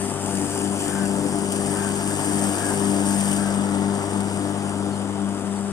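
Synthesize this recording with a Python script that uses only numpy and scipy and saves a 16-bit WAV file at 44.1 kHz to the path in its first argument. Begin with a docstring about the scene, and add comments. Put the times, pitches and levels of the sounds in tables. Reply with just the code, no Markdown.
"""On a lawn, an electric mower is pushed past a phone, then drawn back.
Its blade hums on multiples of a shaft turning about 50 times a second, churns the air under the deck
and shreds grass, pelting the deck with clippings and flicking the odd twig.
Far off a crow caws four times and small birds chirp, over a faint rumble of breeze."""
import sys
import numpy as np
from scipy import signal
from scipy.fft import rfft, irfft
from scipy.io import wavfile
from scipy.ndimage import uniform_filter1d, map_coordinates

SR = 44100
rng = np.random.default_rng(int(sys.argv[2]) if len(sys.argv) > 2 else 0)


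def transcribe(signal):
    """Save signal, clipped to [-1, 1], as a 16-bit WAV file at the path in sys.argv[1]."""
    frames = np.atleast_2d(signal).T
    limited = np.clip(frames, -1, 1)
    pcm = np.round(limited * 32767).astype(np.int16)
    wavfile.write(sys.argv[1], SR, pcm)


N = 252232
TIME = np.arange(N) / SR
BINS = np.fft.rfftfreq(N, 1 / SR)


def gain_of(db):
    """Decibels to amplitude."""
    return 10 ** (np.asarray(db) / 20)


def unit_rms(x):
    """Scales to rms 1."""
    return x / np.sqrt(np.mean(x ** 2) + 1e-20)


def automation(rows):
    """One curve per value column of a timed table, at every sample."""
    times, *columns = np.transpose(rows)
    return [np.interp(TIME, times, column) for column in columns]


def eq_curve(points):
    """A frequency table at every bin, joined on a log axis."""
    hz, value = np.transpose(points)
    return np.interp(np.log(BINS + 1), np.log(hz + 1), value)


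def highpass(corner_hz):
    """A steep low cut, as a gain at every bin."""
    return 1 - 1 / (1 + (BINS / corner_hz) ** 8)


def add(mix, start_s, sound):
    """Mixes a sound in at its cue."""
    part = mix[..., round(start_s * SR):][..., :sound.shape[-1]]
    part += sound[..., :part.shape[-1]]


def wander(rate_hz):
    """A random modulator of rms 1, moving mostly below rate_hz."""
    return unit_rms(irfft(rfft(rng.standard_normal(N)) / (1 + (BINS / rate_hz) ** 2), N))


# How alike the noise layers are left and right, 1 being mono: freq_hz, correlation
STEREO_LIKENESS = [(30, 0.95), (100, 1), (350, 1), (1300, 0.85), (1600, 0.25), (1900, .45), (2350, .45),
                   (2650, .88), (3200, .65), (4300, 0.45), (5400, .62), (5850, 0.97), (6500, .35),
                   (7100, .8), (7700, .45), (8600, 0.4), (10000, .25), (15000, .12)]

def coloured(pair, spectrum):
    """Blends two drives into partly shared stereo with the given spectrum, at rms 1."""
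    left, other = rfft(pair)
    likeness = np.clip(eq_curve(STEREO_LIKENESS), 0, 1)
    right = likeness * left + np.sqrt(1 - likeness ** 2) * other
    return unit_rms(irfft(np.array([left, right]) * gain_of(eq_curve(spectrum)), N))


def patchy(x, depth_db, patch_bins=4, patch_frames=8):
    """Each band swells and sinks on its own for a few tens of milliseconds."""
    bands = signal.stft(x, nperseg=256)[2]
    swell = uniform_filter1d(rng.standard_normal(bands.shape[1:]), patch_bins, 0)
    swell = unit_rms(uniform_filter1d(swell, patch_frames, 1))
    return unit_rms(signal.istft(bands * gain_of(depth_db * swell), nperseg=256)[1][:, :N])


# Low rumble bed: freq_hz, level_db
BREEZE_EQ = [(10, -1), (28, 8), (60, 10), (120, -20), (400, -56)]

def breeze(level_db=-59.0):
    """A faint rumble of air at the microphone."""
    return gain_of(level_db) * coloured(rng.standard_normal((2, N)), BREEZE_EQ)


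# Distant chirp cues: start_s, length_s, start_hz, end_hz, level_db
CHIRP_CUES = [(1.046, .028, 2720, 2680, -50), (4.675, .03, 2650, 2780, -56), (4.9, .07, 4780, 3900, -57),
              (5.508, .03, 3950, 3200, -58), (5.542, .05, 5050, 4100, -57.5)]

def small_birds(blur=.022, warble=.018, warble_hz=75):
    """Quick gliding chirps with a warbling burr."""
    out, jitter = np.zeros(N), wander(302.0)
    for start_s, length_s, start_hz, end_hz, level_db in CHIRP_CUES:
        count = round(length_s * SR)
        trill = np.sin(2 * np.pi * warble_hz * TIME[:count])
        burr = 1 + warble * trill + blur * jitter[round(start_s * SR):][:count]
        pitch_hz = np.linspace(start_hz, end_hz, count) * burr
        swell = np.sqrt(np.hanning(count)) * (1 + trill / 2)
        chirp = np.sin(2 * np.pi * np.cumsum(pitch_hz) / SR) * swell
        add(out, start_s, gain_of(level_db) * unit_rms(chirp))
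    return out


# Colour of the crow's throat: freq_hz, level_db
THROAT_EQ = [(800, -17), (1300, 6), (1600, 6), (1820, 3), (2100, -31), (2400, -5), (2800, -45), (4000, -36)]
# Caw cues, pitched by the crest of the third partial: start_s, length_s, crest_hz, level_db
CAW_CUES = [(.83, .27, 1574, -35.3), (1.69, .26, 1580, -36.3), (2.53, .24, 1660, -35),
            (3.32, .25, 1600, -38)]

def crow(arch=.13, rasp=.012, clear_db=-1.8, side_db=-19, hoarse_db=-2, right_db=-4):
    """Arched calls from the left that start hoarse and clear up; the throat favours the third partial."""
    out, jitter = np.zeros(N), wander(150)
    croak = unit_rms(coloured(rng.standard_normal((2, N)), THROAT_EQ)[0])
    for start_s, length_s, crest_hz, level_db in CAW_CUES:
        arc = np.linspace(-1, 1, round(length_s * SR))
        span = round(start_s * SR) + np.arange(len(arc))
        third_hz = crest_hz * (1 - arch * arc ** 2 + rasp * jitter[span])
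        phase = 2 * np.pi * np.cumsum(third_hz) / SR / 3
        below, main, above = np.sin(np.outer([2, 3, 4], phase))
        clear = gain_of(clear_db) * unit_rms(main + gain_of(side_db) * (below + above)) * (1 + arc / 2)
        hoarse = gain_of(hoarse_db) * croak[span] * (1 - arc / 2)
        add(out, start_s, gain_of(level_db) * (clear + hoarse) * (1 - arc ** 2))
    return out * gain_of([[0], [right_db]])


# Twig and grit hits, the rattle set against its snap: start_s, snap_db, rattle_db
TWIG_HITS = [(0.8055, -20, -11), (0.856, -22, -10), (1.522, -15.5, -7), (1.5655, -22, -14),
             (1.8255, -20.5, -14), (2.076, -18.5, -14), (2.246, -20, -10), (2.583, -19.5, -12),
             (2.854, -21, -12), (3.0626, -19, -10), (3.2025, -20.5, -8), (3.3633, -19, -6),
             (4.025, -26.5, -7), (4.2053, -16.5, -22)]

def twigs(snap_s=.0015, rattle_s=.016, trim_db=-12.7, shelf_hz=10500, shelf_db=4):
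    """Each twig the blade strikes gives a dry, bright snap, then a short rattle of splinters."""
    envelope, t = np.zeros(N), TIME[:4096]
    for start_s, snap_db, rattle_db in TWIG_HITS:
        decay = np.hypot(np.exp(-t / snap_s), gain_of(rattle_db) * np.exp(-t / rattle_s))
        add(envelope, start_s, gain_of(snap_db + trim_db) * decay)
    splinters = coloured(rng.standard_normal((2, N)), SHRED_EQ)
    return envelope * irfft(rfft(splinters) * gain_of(shelf_db * highpass(shelf_hz)), N)


def pelted_deck(ring_hz=1670, width_hz=380, trim_db=-9.0, drift_hz=90):
    """Flung clippings keep the deck ringing; its damped resonance shifts as it rides over the lawn."""
    load_db, = automation(GRASS_LOAD)
    resonance = 1 / (1 + 2j * (BINS - ring_hz) / width_hz) ** 2
    ring = signal.hilbert(irfft(rfft(rng.standard_normal((2, N))) * resonance, N))
    shift = np.exp(2j * np.pi * np.cumsum(drift_hz * wander(3)) / SR)
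    return gain_of(load_db + trim_db) * unit_rms((ring * shift).real)


def blade_bites(turns, share=.35, spread_db=2.8, scatter=.17, decay_s=.0025):
    """Each blade end bites off a tuft of its own size: a burst of gain that dies before the next."""
    passes = np.floor(2 * turns + scatter * wander(60))
    onsets = np.diff(np.maximum.accumulate(passes), prepend=passes[0])
    tufts = gain_of(spread_db * np.clip(rng.standard_normal(N), -2, 2))
    power = signal.lfilter([1], [1, -np.exp(-1 / (decay_s * SR))], onsets * tufts ** 2)
    return np.sqrt(1 - share + share * power / power.mean())


# Crisp colour of shredding, shared with the twigs: freq_hz, level_db
SHRED_EQ = [(1500, -14.5), (3000, 10.5), (3800, -4.5), (4250, -10), (4600, 6.5), (5400, 2.5), (5900, 1),
            (7500, 0), (9000, 2), (10500, -4), (12500, -7), (14000, 0.5), (15500, -13)]
# How much grass the blade meets, a fader for the hiss and the deck ring: time_s, level_db
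GRASS_LOAD = [(0.0, -33), (0.16, -38), (0.32, -34), (0.52, -35), (0.61, -33), (0.7, -36.5), (0.85, -33.5),
              (1.17, -36), (1.48, -36.5), (1.54, -34), (2.1, -33), (2.3, -31.5), (2.8, -32), (2.98, -34),
              (3.1, -31), (3.34, -31.5), (3.45, -35.5), (3.63, -37.5), (4.9, -41), (5.1, -44),
              (5.72, -43.5)]

def shredded_grass(turns, snaps_per_s=2500, snap_share=0.27, tuft_db=0.5, tuft_hz=5,
                   bright_hz=11000, brightening=0.96, trim_db=-6.5):
    """Stalks snap in clumps over a fine hiss of clippings; thick grass sounds brighter."""
    load_db = automation(GRASS_LOAD)[0] + tuft_db * wander(tuft_hz)
    sizes = gain_of(-0.5 * np.minimum(rng.exponential(1, N), 4))
    struck = rng.random(N) < snaps_per_s / SR
    snaps = unit_rms(sizes * struck * rng.choice([-1., 1.], (2, N)))
    drive = np.sqrt(snap_share) * snaps + np.sqrt(1 - snap_share) * rng.standard_normal((2, N))
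    hiss = patchy(coloured(drive * blade_bites(turns), SHRED_EQ), depth_db=1.3)
    sizzle = irfft(rfft(hiss) * highpass(bright_hz), N)
    lift = gain_of(brightening * (load_db - load_db.mean())) - 1
    return gain_of(load_db + trim_db) * (hiss + lift * sizzle)


# Low body under the deck: freq_hz, level_db
BOOM_EQ = [(30, -25), (75, -18.5), (120, -17.5), (170, -4.5), (245, 0), (330, -1.5), (440, -17.5),
           (700, -24), (2000, -42.5)]
# Broad rush off the blade tips: freq_hz, level_db
RUSH_EQ = [(100, -9), (300, 4), (480, 0.5), (720, 2), (900, 0.5), (1100, -2.5), (1350, -2.5), (1700, -10.5),
           (2050, -16.5), (2400, -22), (2950, -15.5), (3700, -18.5), (4250, -34), (4700, -24),
           (9000, -46.5)]
# Air faders as the mower comes near and draws back: time_s, boom_db, rush_db
AIR_FADERS = [(0.0, -41.5, -35.5), (0.8, -40.5, -36), (1.25, -38.5, -36), (1.75, -40.5, -35),
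              (2.45, -39.5, -33), (3.35, -43, -32.5), (4.15, -40.5, -34), (5.0, -45.5, -36),
              (5.72, -43.5, -38)]

def churned_air(turns, boom_trim_db=9.0, rush_trim_db=4.5):
    """Turbulence booms in the deck and rushes off the blade tips, pulsing as they pass its walls."""
    boom_db, rush_db = automation(AIR_FADERS)
    pulsing = 1 + .21 * np.cos(4 * np.pi * turns) + .14 * np.cos(8 * np.pi * turns)
    rush = coloured(pulsing * rng.standard_normal((2, N)), RUSH_EQ)
    eddies = patchy(rush, depth_db=1.0, patch_bins=3, patch_frames=16)
    boom_gain = gain_of(boom_db + boom_trim_db + 1.1 * wander(4.9))
    boom = coloured(rng.standard_normal((2, N)), BOOM_EQ)
    return boom_gain * boom + gain_of(rush_db + rush_trim_db) * eddies


# Motor speed, labouring a little in the first, taller grass: time_s, turns_per_s
SHAFT_SPEED = [(0.0, 49.3), (0.2, 49.3), (0.42, 48.8), (0.58, 49.45), (0.85, 49.35), (1.3, 49.4),
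               (1.7, 49.65), (2.3, 49.85), (2.7, 49.68), (4.5, 49.8), (5.72, 49.68)]

def shaft_turns():
    """The shaft's running count of turns, the clock for hum, air pulses and bites."""
    return np.cumsum(automation(SHAFT_SPEED)[0]) / SR + rng.random()


def hollow_lag(order, resonance_hz=265, width_hz=70):
    """Cycles by which the resonant hollow under the deck holds back a shaft order."""
    hz = order * np.mean(SHAFT_SPEED, 0)[1]
    return np.arctan2(hz * width_hz, resonance_hz ** 2 - hz ** 2) / np.pi


def shaft_tone(cycles, unrest, rate_hz, drift_cycles=.04):
    """A shaft order shaken by uneven inflow; its phase drifts as the paths over the lawn change."""
    shake = 1 + unrest * (wander(rate_hz) + 1j * wander(rate_hz))
    phase = 2 * np.pi * (cycles + drift_cycles * wander(1.08))
    return unit_rms((shake * np.exp(1j * phase)).real)


# Buzz of the weaker orders, set against their shared fader: shaft_order, level_db
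BUZZ_PARTIALS = [(1, -20.5), (3, -3.5), (5, -6.5), (7, -12), (9, -28), (10, -8.5), (12, -9.5), (14, -7.5),
                 (16, -13.5), (18, -11), (20, -32), (22, -29)]
# Slow faders for the second-order drone and the buzz: time_s, drone_db, buzz_db
DRONE_FADERS = [(0.0, -37.5, -34.5), (0.65, -37.5, -34.5), (1.33, -41, -30.5), (1.75, -37, -35),
                (2.7, -36, -32.5), (3.3, -37.5, -32.5), (4.15, -35, -35.5), (4.95, -36.5, -38.5),
                (5.72, -41.5, -42.5)]
# Main hum, fourth order: time_s, level_db
HUM_FADER = [(0.0, -30.5), (0.16, -42), (0.28, -31), (0.38, -27.5), (0.48, -44), (0.62, -31), (0.73, -26),
             (0.86, -44), (0.96, -25.5), (1.1, -25.5), (1.22, -30), (2.09, -30), (2.19, -38), (2.33, -27.5),
             (2.48, -25.5), (2.56, -40), (2.68, -37), (2.82, -26), (3.2, -24.5), (3.95, -25.5), (4.06, -43),
             (4.16, -24.5), (4.32, -30.5), (4.43, -32), (4.78, -28.5), (5.16, -32), (5.24, -24),
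             (5.4, -35.5), (5.48, -26.5), (5.72, -30)]
# Sixth order, surging and dropping out: time_s, level_db
SURGE_FADER = [(0.0, -44), (0.26, -41), (0.45, -26.5), (0.55, -41), (0.63, -32), (0.76, -35), (0.86, -33),
               (1.0, -36), (1.33, -27.5), (1.53, -44), (1.74, -31.5), (1.88, -39), (1.98, -40), (2.07, -31),
               (2.15, -34), (2.27, -28.5), (2.45, -31), (2.52, -28), (2.6, -39), (2.68, -31), (2.78, -41),
               (2.88, -28), (3.0, -25.5), (3.05, -34), (3.11, -28), (3.22, -39.5), (3.36, -29.5),
               (3.56, -47), (3.76, -27), (3.96, -40), (4.08, -31.5), (4.28, -46), (4.47, -26.5), (4.6, -40),
               (4.72, -37), (4.88, -29), (4.96, -41), (5.08, -32.5), (5.25, -35.5), (5.39, -33),
               (5.48, -56), (5.72, -46)]
# Cleaner whine, eighth order: time_s, level_db
WHINE_FADER = [(0.0, -35), (0.15, -37), (0.24, -39.5), (0.49, -39), (0.56, -30.5), (0.72, -36.5),
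               (1.25, -34.5), (1.65, -33), (2.08, -34.5), (2.21, -37.5), (2.36, -34), (2.54, -47),
               (2.62, -37), (2.84, -29.5), (3.12, -42), (3.5, -40.5), (3.82, -35), (4.6, -39.5),
               (5.72, -39.5)]

def blade_hum(turns, waver_turns=0.0031, waver_hz=8):
    """A two-ended blade: even orders throb once per pass, odd ones come from slight imbalance."""
    drone_db, buzz_db = automation(DRONE_FADERS)
    hum_db, = automation(HUM_FADER)
    surge_db, = automation(SURGE_FADER)
    whine_db, = automation(WHINE_FADER)
    turns = turns + waver_turns * wander(waver_hz)  # tufts make the shaft waver
    second, fourth, sixth, eighth = [order * turns - hollow_lag(order) for order in (2, 4, 6, 8)]
    hum = gain_of(drone_db + 3.5) * shaft_tone(second, unrest=0.04, rate_hz=7)
    hum += gain_of(hum_db + 3.5) * shaft_tone(fourth, unrest=0.07, rate_hz=14)
    hum += gain_of(surge_db + 3.0) * shaft_tone(sixth, unrest=0.15, rate_hz=12, drift_cycles=.15)
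    hum += gain_of(whine_db + 3.5) * shaft_tone(eighth, unrest=0.06, rate_hz=8)
    for order, level_db in BUZZ_PARTIALS:
        cycles = order * turns + rng.random()
        hum += gain_of(buzz_db + level_db) * shaft_tone(cycles, unrest=0.8, rate_hz=9, drift_cycles=.2)
    return hum


# The mower's place, panned by how late the right side hears it: time_s, delay_samples
MOWER_PAN = [(0, 3.7), (.7, 6.1), (1.5, 7.75), (2.5, 8.5), (4.2, 8.1), (4.8, 6.6), (5.3, 5.4), (5.72, 4)]

def scene():
    """The mower moves against birds and breeze, reaching the right port late by a changing amount."""
    turns = shaft_turns()
    left, right = blade_hum(turns) + churned_air(turns) + shredded_grass(turns) + pelted_deck() + twigs()
    delay_samples, = automation(MOWER_PAN)
    right = map_coordinates(right, [np.arange(N) - delay_samples], order=5, mode="mirror")
    return np.array([left, right]) + crow() + small_birds() + breeze()


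# Treble peaks of the microphone ports, left then right: resonance_hz, width_hz
MIC_PORTS = [(8896, 900), (7850, 770)]
# The phone's body shading the right port, set against the left: freq_hz, gain_db
SHADE_EQ = [(60, -9), (280, -9.5), (520, -7.5), (850, -3.5), (1550, -9), (2000, 0.5), (2600, 2.5),
            (3000, -10.5), (4200, 2.5), (4800, -6), (6000, -1.5), (8000, -5), (9700, -7.5), (14000, -4.5)]

def record(dry, cutoff_hz=15400):
    """Each port rings at its own treble resonance, the right one is shaded; then a steep high cut."""
    ports = np.array([1 / (1 - (BINS / hz) ** 2 + 1j * BINS * width / hz ** 2) for hz, width in MIC_PORTS])
    shade = np.array([np.ones(len(BINS)), gain_of(eq_curve(SHADE_EQ))])
    heard = irfft(rfft(dry) * ports * shade, N)
    high_cut = signal.firwin(511, cutoff_hz, window=("kaiser", 9), fs=SR)
    return signal.oaconvolve(heard, high_cut[None], "same")


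dry = scene()
out = record(dry)
transcribe(out)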